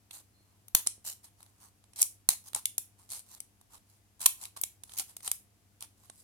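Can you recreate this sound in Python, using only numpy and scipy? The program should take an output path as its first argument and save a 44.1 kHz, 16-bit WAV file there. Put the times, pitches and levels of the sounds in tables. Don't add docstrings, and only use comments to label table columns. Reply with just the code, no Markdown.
import sys
import numpy as np
from scipy import signal
from scipy.fft import rfft, irfft, next_fast_len
from scipy.io import wavfile
from scipy.ndimage import uniform_filter1d, map_coordinates

SR = 44100
rng = np.random.default_rng(int(sys.argv[2]) if len(sys.argv) > 2 else 0)


def unload_wav(signal):
    wavfile.write(
        sys.argv[1],
        SR,
        np.round(np.clip(np.atleast_2d(signal).T, -1, 1) * 32767).astype(np.int16),
    )


N = 275095
TIME = np.arange(N) / SR


# t/s, level/dB, knock/dB, flex/dB, foil brightness/dB, left-right/dB, tear length/s
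PLASTIC_SNAPS = [(0.108, -41, -13, -1, -8, -1, 0.0042), (0.682, -43.5, -21, -11.5, -1, 5, 0.0014),
                 (0.749, -10, -18, -9.5, 0, 2.5, 0.0023), (0.8634, -32, -12.5, -14, -2, -2.5, 0.0048),
                 (0.8716, -11.5, -29, -17, -20, 1, 0.00049), (1.048, -39.5, -15, -14, -11, 4, 0.0028),
                 (1.4054, -54, -4, -5, -2, -2, 0.00046), (1.4287, -45, -16, -11, -8, 4, 0.00058),
                 (1.4633, -57, -7, -1, -10, -1, .0005), (1.84, -55, -12, -4.5, -15, -2, .0008),
                 (1.934, -49, -17.5, -7, -17, -2, .0007), (2.0144, -16, -41.5, -21, -5, 0, .0013),
                 (2.0181, -10.5, -41, -24, -9.5, 3.5, 0.0013), (2.0274, -11.5, -36.5, -18, -10, -3, 0.001),
                 (2.2893, -7, -23, -17.5, -11.5, 0.5, 0.00036), (2.5325, -43, -9.5, -3.5, -1, -9, 0.00074),
                 (2.548, -18, -25.5, -14, -18, 5, 0.00059), (2.5607, -33, -7.5, -10, -3, 0, .0019),
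                 (2.6554, -16.5, -41, -11.5, -10, 2.5, 0.001), (2.7811, -17.5, -28.5, -17, -6, 2, 0.00041),
                 (3.101, -34.5, -30, -19.5, -22.5, 0, .004), (3.4032, -30.5, -27, -15, -10, 7, 0.00074),
                 (3.6119, -52.5, -11, -13.5, -6, 0, .002), (4.204, -36, -16.5, -11, -3.5, -2.5, 0.0037),
                 (4.215, -30, -26, -11.5, -7, 1, .003), (4.2582, -6.5, -24.5, -9.5, -3.5, 0.5, 0.0054),
                 (4.4134, -38.5, -23, -11, -11, 6, 0.0011), (4.4375, -32.5, -22, -13, -27, 2, .0011),
                 (4.4532, -34.5, -23.5, -2.5, -14, 4, .0018), (4.5651, -41.5, -8, -10, -21, -1, .0004),
                 (4.5727, -36.5, -14, -6.5, -14, 3, 0.0013), (4.6135, -28, -28.5, -17.5, 6, 6, .0007),
                 (4.635, -18.5, -24.5, -14, -8, -3.5, 0.0028), (4.8351, -36, -23, -12, -9, -3, 0.0024),
                 (4.8939, -53.5, -8, 4, -10, 2, .0012), (4.9191, -44.5, -16, -5.5, -9, -3, .0008),
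                 (4.9364, -38, -20, -9, -19, 1, 0.00054), (4.9761, -33, -33, -13, -4, -7, .0012),
                 (4.985, -28, -35, -10, 3, 3, 0.0018), (4.996, -24, -22, -10, -13, -1.5, 0.0015),
                 (5.1661, -32, -21.5, -13, -7.5, 0.5, 0.0019), (5.204, -48, -10, -2, -13, 3, .003),
                 (5.2764, -23.5, -20, -7, -17.5, 4, .0021), (5.3151, -16.5, -24.5, -15, -6, 0.5, 0.0007),
                 (5.8072, -37.5, -27, -8.5, -10, 0, 0.00087), (5.8246, -31, -17.5, -8.5, -9, 1.5, 0.0006),
                 (6.0985, -39.5, -10, -9.5, -19.5, -4, 0.0011)]
# f/Hz, level/dB
CRACK_SPECTRUM = [(25, -11.5), (70, 2.5), (350, -2), (900, 12), (1400, 6), (2300, -1), (4200, 3),
                  (5200, -7), (6600, -6), (7600, -3.5), (9000, 0.5), (12000, 2.5), (15500, -8),
                  (17000, -12)]

def snaps(room_db=-2, size=2048):
    to_mic, to_room = np.zeros((2, 2, N))
    hz = np.fft.rfftfreq(size, 1 / SR)
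    for s, db, knock_db, flex_db, foil_db, pan_db, length in PLASTIC_SNAPS + foil_ticks():
        tone = [(1600, knock_db), (2200, flex_db), (4300, flex_db),
                (5600, 0.33), (10000, 0.0061), (12800, foil_db)]
        colour_db = 23.5 + along(CRACK_SPECTRUM, hz) + along(tone, hz) + folds(hz)
        crack = irfft(tear(length, size) * causal(amp(db + colour_db)))
        add(to_mic, s, crack * amp([[pan_db / 2], [-pan_db / 2]]))
        add(to_room, s, crack * amp(room_db))
    return to_mic, to_room


def tear(length, size, t60=0.01, shared_hz=300):
    t, hz = np.arange(size) / SR, np.fft.rfftfreq(size, 1 / SR)
    onset = 1 - np.exp(-t / (.3 * length))
    decay = amp(-60 * np.maximum(t - length, 0) / t60)
    mid, side = rfft(rng.standard_normal((2, size)) * onset * decay)
    burst = mid + np.outer([1, -1], hz / (hz + shared_hz)) * side
    power = np.abs(uniform_filter1d(np.abs(burst) ** 2, size=36))
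    return burst * causal(1 / np.sqrt(power + 1e-12))


def folds(hz, spacing_hz=330, depth_db=3):
    knots = rng.standard_normal(SR // spacing_hz)
    return depth_db * map_coordinates(knots, [hz / spacing_hz]) * hz / (hz + 4 * spacing_hz)


# t/s, level/dB, f/Hz
DOME_POPS = [(.7492, -11, 6680), (2.2899, -17.5, 4230), (2.548, -41.5, 957), (2.562, -42, 834),
             (2.6558, -30.5, 3440), (2.7806, -18, 10950), (3.741, -56, 1150), (4.26, -30.5, 1052),
             (4.997, -46.5, 778), (5.278, -46, 770), (6.099, -53, 1100)]

def dome_pops(t60_cycles=49):
    out, t = np.zeros(N), np.arange(SR // 4) / SR
    for s, db, hz in DOME_POPS:
        add(out, s, amp(db - 60 * t * hz / t60_cycles) * np.sin(2 * np.pi * hz * t))
    return out


# start t/s, hardest t/s, end t/s, level/dB, hollow tone/dB
BLADE_STROKES = [(.11, 0.137, 0.21, -46.5, -15.5), (.41, 0.496, .67, -81, 3), (.756, 0.77, 0.8, -35, -16),
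                 (1.043, 1.071, 1.136, -36, -23), (1.23, 1.245, 1.262, -49, -16),
                 (1.359, 1.403, 1.57, -66.5, -7), (1.579, 1.626, 1.695, -55.5, -7),
                 (1.959, 2.01, 2.03, -32.5, -19), (2.297, 2.304, 2.34, -31, -32),
                 (2.438, 2.491, 2.49, -47, -12.5), (2.545, 2.548, 2.598, -36, -10.5),
                 (2.981, 2.992, 3.1, -61.5, -7), (3.091, 3.126, 3.209, -38, -20),
                 (3.258, 3.351, 3.356, -50, -13), (3.70, 3.748, 3.77, -53, -5),
                 (3.857, 3.902, 4.0, -67, -20.5), (4.194, 4.219, 4.316, -39, -14),
                 (4.38, 4.431, 4.49, -46.5, -13), (4.562, 4.567, 4.6, -48.5, -4.5),
                 (4.849, 4.944, 5, -52, -11), (4.969, 4.999, 5.015, -32, -22),
                 (5.07, 5.101, 5.12, -50, -13.5), (5.225, 5.261, 5.30, -38, -16),
                 (5.805, 5.817, 5.855, -48, -11), (5.971, 6.069, 6.06, -59.5, -8.5),
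                 (6.098, 6.205, 6.25, -58, -31)]
# f/Hz, level/dB
SCRAPE_SPECTRUM = [(100, -18), (500, -23), (1000, -17), (1500, -20), (3200, -14.5), (4300, -8),
                   (5200, -7.5), (6500, -4), (9000, -0.5), (11500, -3.5), (15000, -11), (16500, -26)]

def blade_strokes(rise_s=0.0023, fall_s=0.0044, size=12000):
    out, hz = np.zeros((2, N)), np.fft.rfftfreq(size, 1 / SR)
    for start, hardest, end, db, hollow_db in BLADE_STROKES:
        t = start - rise_s + np.arange(size) / SR
        gate = np.clip((t - start) / rise_s + .5, 0, 1) * np.clip((end - t) / fall_s + .5, 0, 1)
        force = gate * amp(force_db(t, start, hardest, end, db))
        grains = rfft(grit(size))
        edge = unit(irfft(grains * causal(amp(along(SCRAPE_SPECTRUM, hz) + folds(hz)))))
        body = unit(irfft(grains * hollow(hz)))
        add(out, start - rise_s, force * (edge + amp(hollow_db) * body))
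    return out


def force_db(t, start, hardest, end, db, swell_db=16, ease_db=13.5):
    return db - np.interp(t, [start, hardest, end], [swell_db, 0, ease_db])


def grit(size, rough_db=4.6, grain_hz=800):
    grains = map_coordinates(rng.standard_normal(size), [np.arange(size) * grain_hz / SR])
    return unit(rng.standard_normal((2, size)) * amp(rough_db * np.minimum(grains, 2)))


# f/Hz, width/Hz, level/dB
CAVITIES = [(790, 240, -6.5), (1075, 300, -2)]

def hollow(hz):
    return sum((-1) ** k * amp(db) * 1j * hz * width / (centre ** 2 - hz ** 2 + 1j * hz * width)
               for k, (centre, width, db) in enumerate(CAVITIES))


# knock/dB, flex/dB, foil brightness/dB, tear length/s
FOIL_TICK = (-13, -8.5, -10.5, 0.03)

def foil_ticks(per_stroke=3, tick_db=-48, typical_force_db=-48.5, growth=.7, scatter_db=2.5):
    knock_db, flex_db, foil_db, length = FOIL_TICK
    rows = []
    for start, hardest, end, db, _ in BLADE_STROKES:
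        for when, loud, side in rng.standard_normal((per_stroke, 3)):
            s = np.interp(when, [-2, 0, 2], [start, hardest, end])
            excess_db = force_db(s, start, hardest, end, db) - typical_force_db
            level_db = tick_db + growth * excess_db + scatter_db * loud
            rows.append((s, level_db, knock_db, flex_db, foil_db, 3 * side, length))
    return rows


# f/Hz, level/dB, t60/s
BENDING_MODES = [(180, -24, 0.025), (360, -16, .015), (540, -8.5, 0.0064), (1300, -3.5, .006),
                 (3810, -9, .05)]
# t/s, level/dB
GRIP_SHIFTS = [(0.407, -42), (.98, -37.5), (2.994, -42)]

def strip_bending(finger_hz=383, scatter_db=1.5):
    out, t = np.zeros(N), np.arange(SR // 4) / SR
    hz, mode_db, t60 = np.transpose(BENDING_MODES)
    modes = amp(mode_db[:, None] - 60 * t / t60[:, None]) * np.sin(2 * np.pi * hz[:, None] * t)
    knocks = [(s, amp(db + knock_db)) for s, db, knock_db, *_ in PLASTIC_SNAPS]
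    nudges = [(s, amp(db) / (1 + (hz / finger_hz) ** 4)) for s, db in GRIP_SHIFTS]
    for s, push in knocks + nudges:
        weights = push * amp(scatter_db * rng.standard_normal(len(hz)))
        add(out, s, weights @ modes)
    return out


# t/s, level/dB
SQUEAK_LEVEL = [(.31, -100), (.35, -76), (.41, -75), (.47, -86), (.53, -86), (.58, -105)]

def pivot_squeak(pitch_hz=4210):
    phase = 2 * np.pi * np.cumsum(pitch_hz * (1 + .02 * wobble(700))) / SR
    level = amp(np.interp(TIME, *np.transpose(SQUEAK_LEVEL))) * (TIME < SQUEAK_LEVEL[-1][0])
    return level * (np.sin(phase) + .7 * np.sin(2 * phase))


# f/Hz, left-right/dB
PORT_BALANCE = [(100, -3.5), (600, -5), (2000, -3), (4000, -7), (8000, -1), (12000, 1.5)]

def mic_ports(x, lag_s=.00018):
    def response(hz):
        balance = amp(np.outer([1, -1], along(PORT_BALANCE, hz)) / 2)
        delay = np.exp(np.outer([-1, 1], 1j * np.pi * hz * lag_s))
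        return balance * delay
    return filtered(x, response)


# f/Hz, t60/s
ROOM_DECAY = [(200, 0.23), (1000, .3), (4000, 0.24), (9000, 0.23), (15000, 0.22)]
# f/Hz, level/dB
ECHO_LEVEL = [(150, -15), (600, -23), (1200, -15), (3000, -7.5), (7000, -11), (11000, -9.5), (15000, -7)]

def room_echo(x, build_s=0.0047):
    hz, t, noise = signal.stft(rng.standard_normal((2, SR // 2)), SR, nperseg=256)
    decay = amp(-60 * t / along(ROOM_DECAY, hz)[:, None])
    tail = signal.istft(noise * decay, SR, nperseg=256)[1]
    tail *= 1 - np.exp(-np.arange(tail.shape[1]) / SR / build_s)
    wet = signal.fftconvolve(x, tail / np.linalg.norm(tail[0]), axes=1)[:, :N]
    return filtered(wet, lambda f: amp(along(ECHO_LEVEL, f)))


# f/Hz, relative level/dB
AIR_SPECTRUM = [(12, -45.5), (20, -6), (107, 0), (150, -11.5), (210, -8.5), (642, -19), (698, -18),
                (759, -18), (1480, -22.5), (2910, -23), (4060, -25.5), (4420, -24), (11800, -23),
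                (16000, -33.5)]
# f/Hz, correlation
AIR_LIKENESS = [(50, 0.41), (200, 0.75), (600, .3), (2000, 0.033)]
# f/Hz, level/dB
MAINS_HUM = [(100, -73), (200, -82.5), (300, -85.5), (700, -89.5)]

def room_tone(air_db=-68):
    def mid_and_side(hz):
        angle = np.arccos(np.clip(along(AIR_LIKENESS, hz), -1, 1)) / 2
        return amp(along(AIR_SPECTRUM, hz)) * [np.cos(angle), np.sin(angle)]
    mid, side = filtered(rng.standard_normal((2, N)), mid_and_side)
    air = amp(air_db) * unit(np.array([mid + side, mid - side]))
    hum = sum(np.sqrt(2) * amp(db + wobble(2.5)) * np.sin(2 * np.pi * hz * TIME + 0.17 * wobble(1.3))
              for hz, db in MAINS_HUM)
    return (air + hum) * amp([[.7], [-.7]])


def amp(db):
    return 10 ** (np.asarray(db) / 20)


def unit(x):
    return x / np.sqrt(np.mean(x ** 2) + 1e-20)


def along(points, hz):
    f, values = np.transpose(points)
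    return np.interp(np.log(hz + 1), np.log(f), values)


def wobble(rate):
    return map_coordinates(rng.standard_normal(int(N * rate / SR) + 4), [TIME * rate])


def filtered(x, response):
    size = next_fast_len(N + SR // 2)
    return irfft(rfft(x, size) * response(np.fft.rfftfreq(size, 1 / SR)), size)[..., :N]


def causal(gain):
    cepstrum = irfft(np.log(gain + 1e-6))
    half = cepstrum.shape[-1] // 2
    return np.exp(rfft(cepstrum * np.r_[1, np.full(half - 1, 2), np.zeros(half)]))


def add(track, s, sound):
    part = track[..., round(s * SR):][..., :sound.shape[-1]]
    part += sound[..., :part.shape[-1]]


def scene():
    to_mic, to_room = snaps()
    handling = strip_bending() + dome_pops() + blade_strokes() + pivot_squeak()
    return mic_ports(to_mic + handling) + room_echo(to_room + handling) + room_tone()


def record(dry, bass_hz=32, ceiling=.88, top_hz=16700):
    thin = filtered(dry, lambda hz: hz ** 4 / (hz ** 4 + bass_hz ** 4))
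    rounded = thin / (1 + (thin / ceiling) ** 6) ** (1 / 6)
    return filtered(rounded, lambda hz: np.clip((top_hz - hz) / 400 + .5, 0, 1))


dry = scene()
out = record(dry)
unload_wav(out)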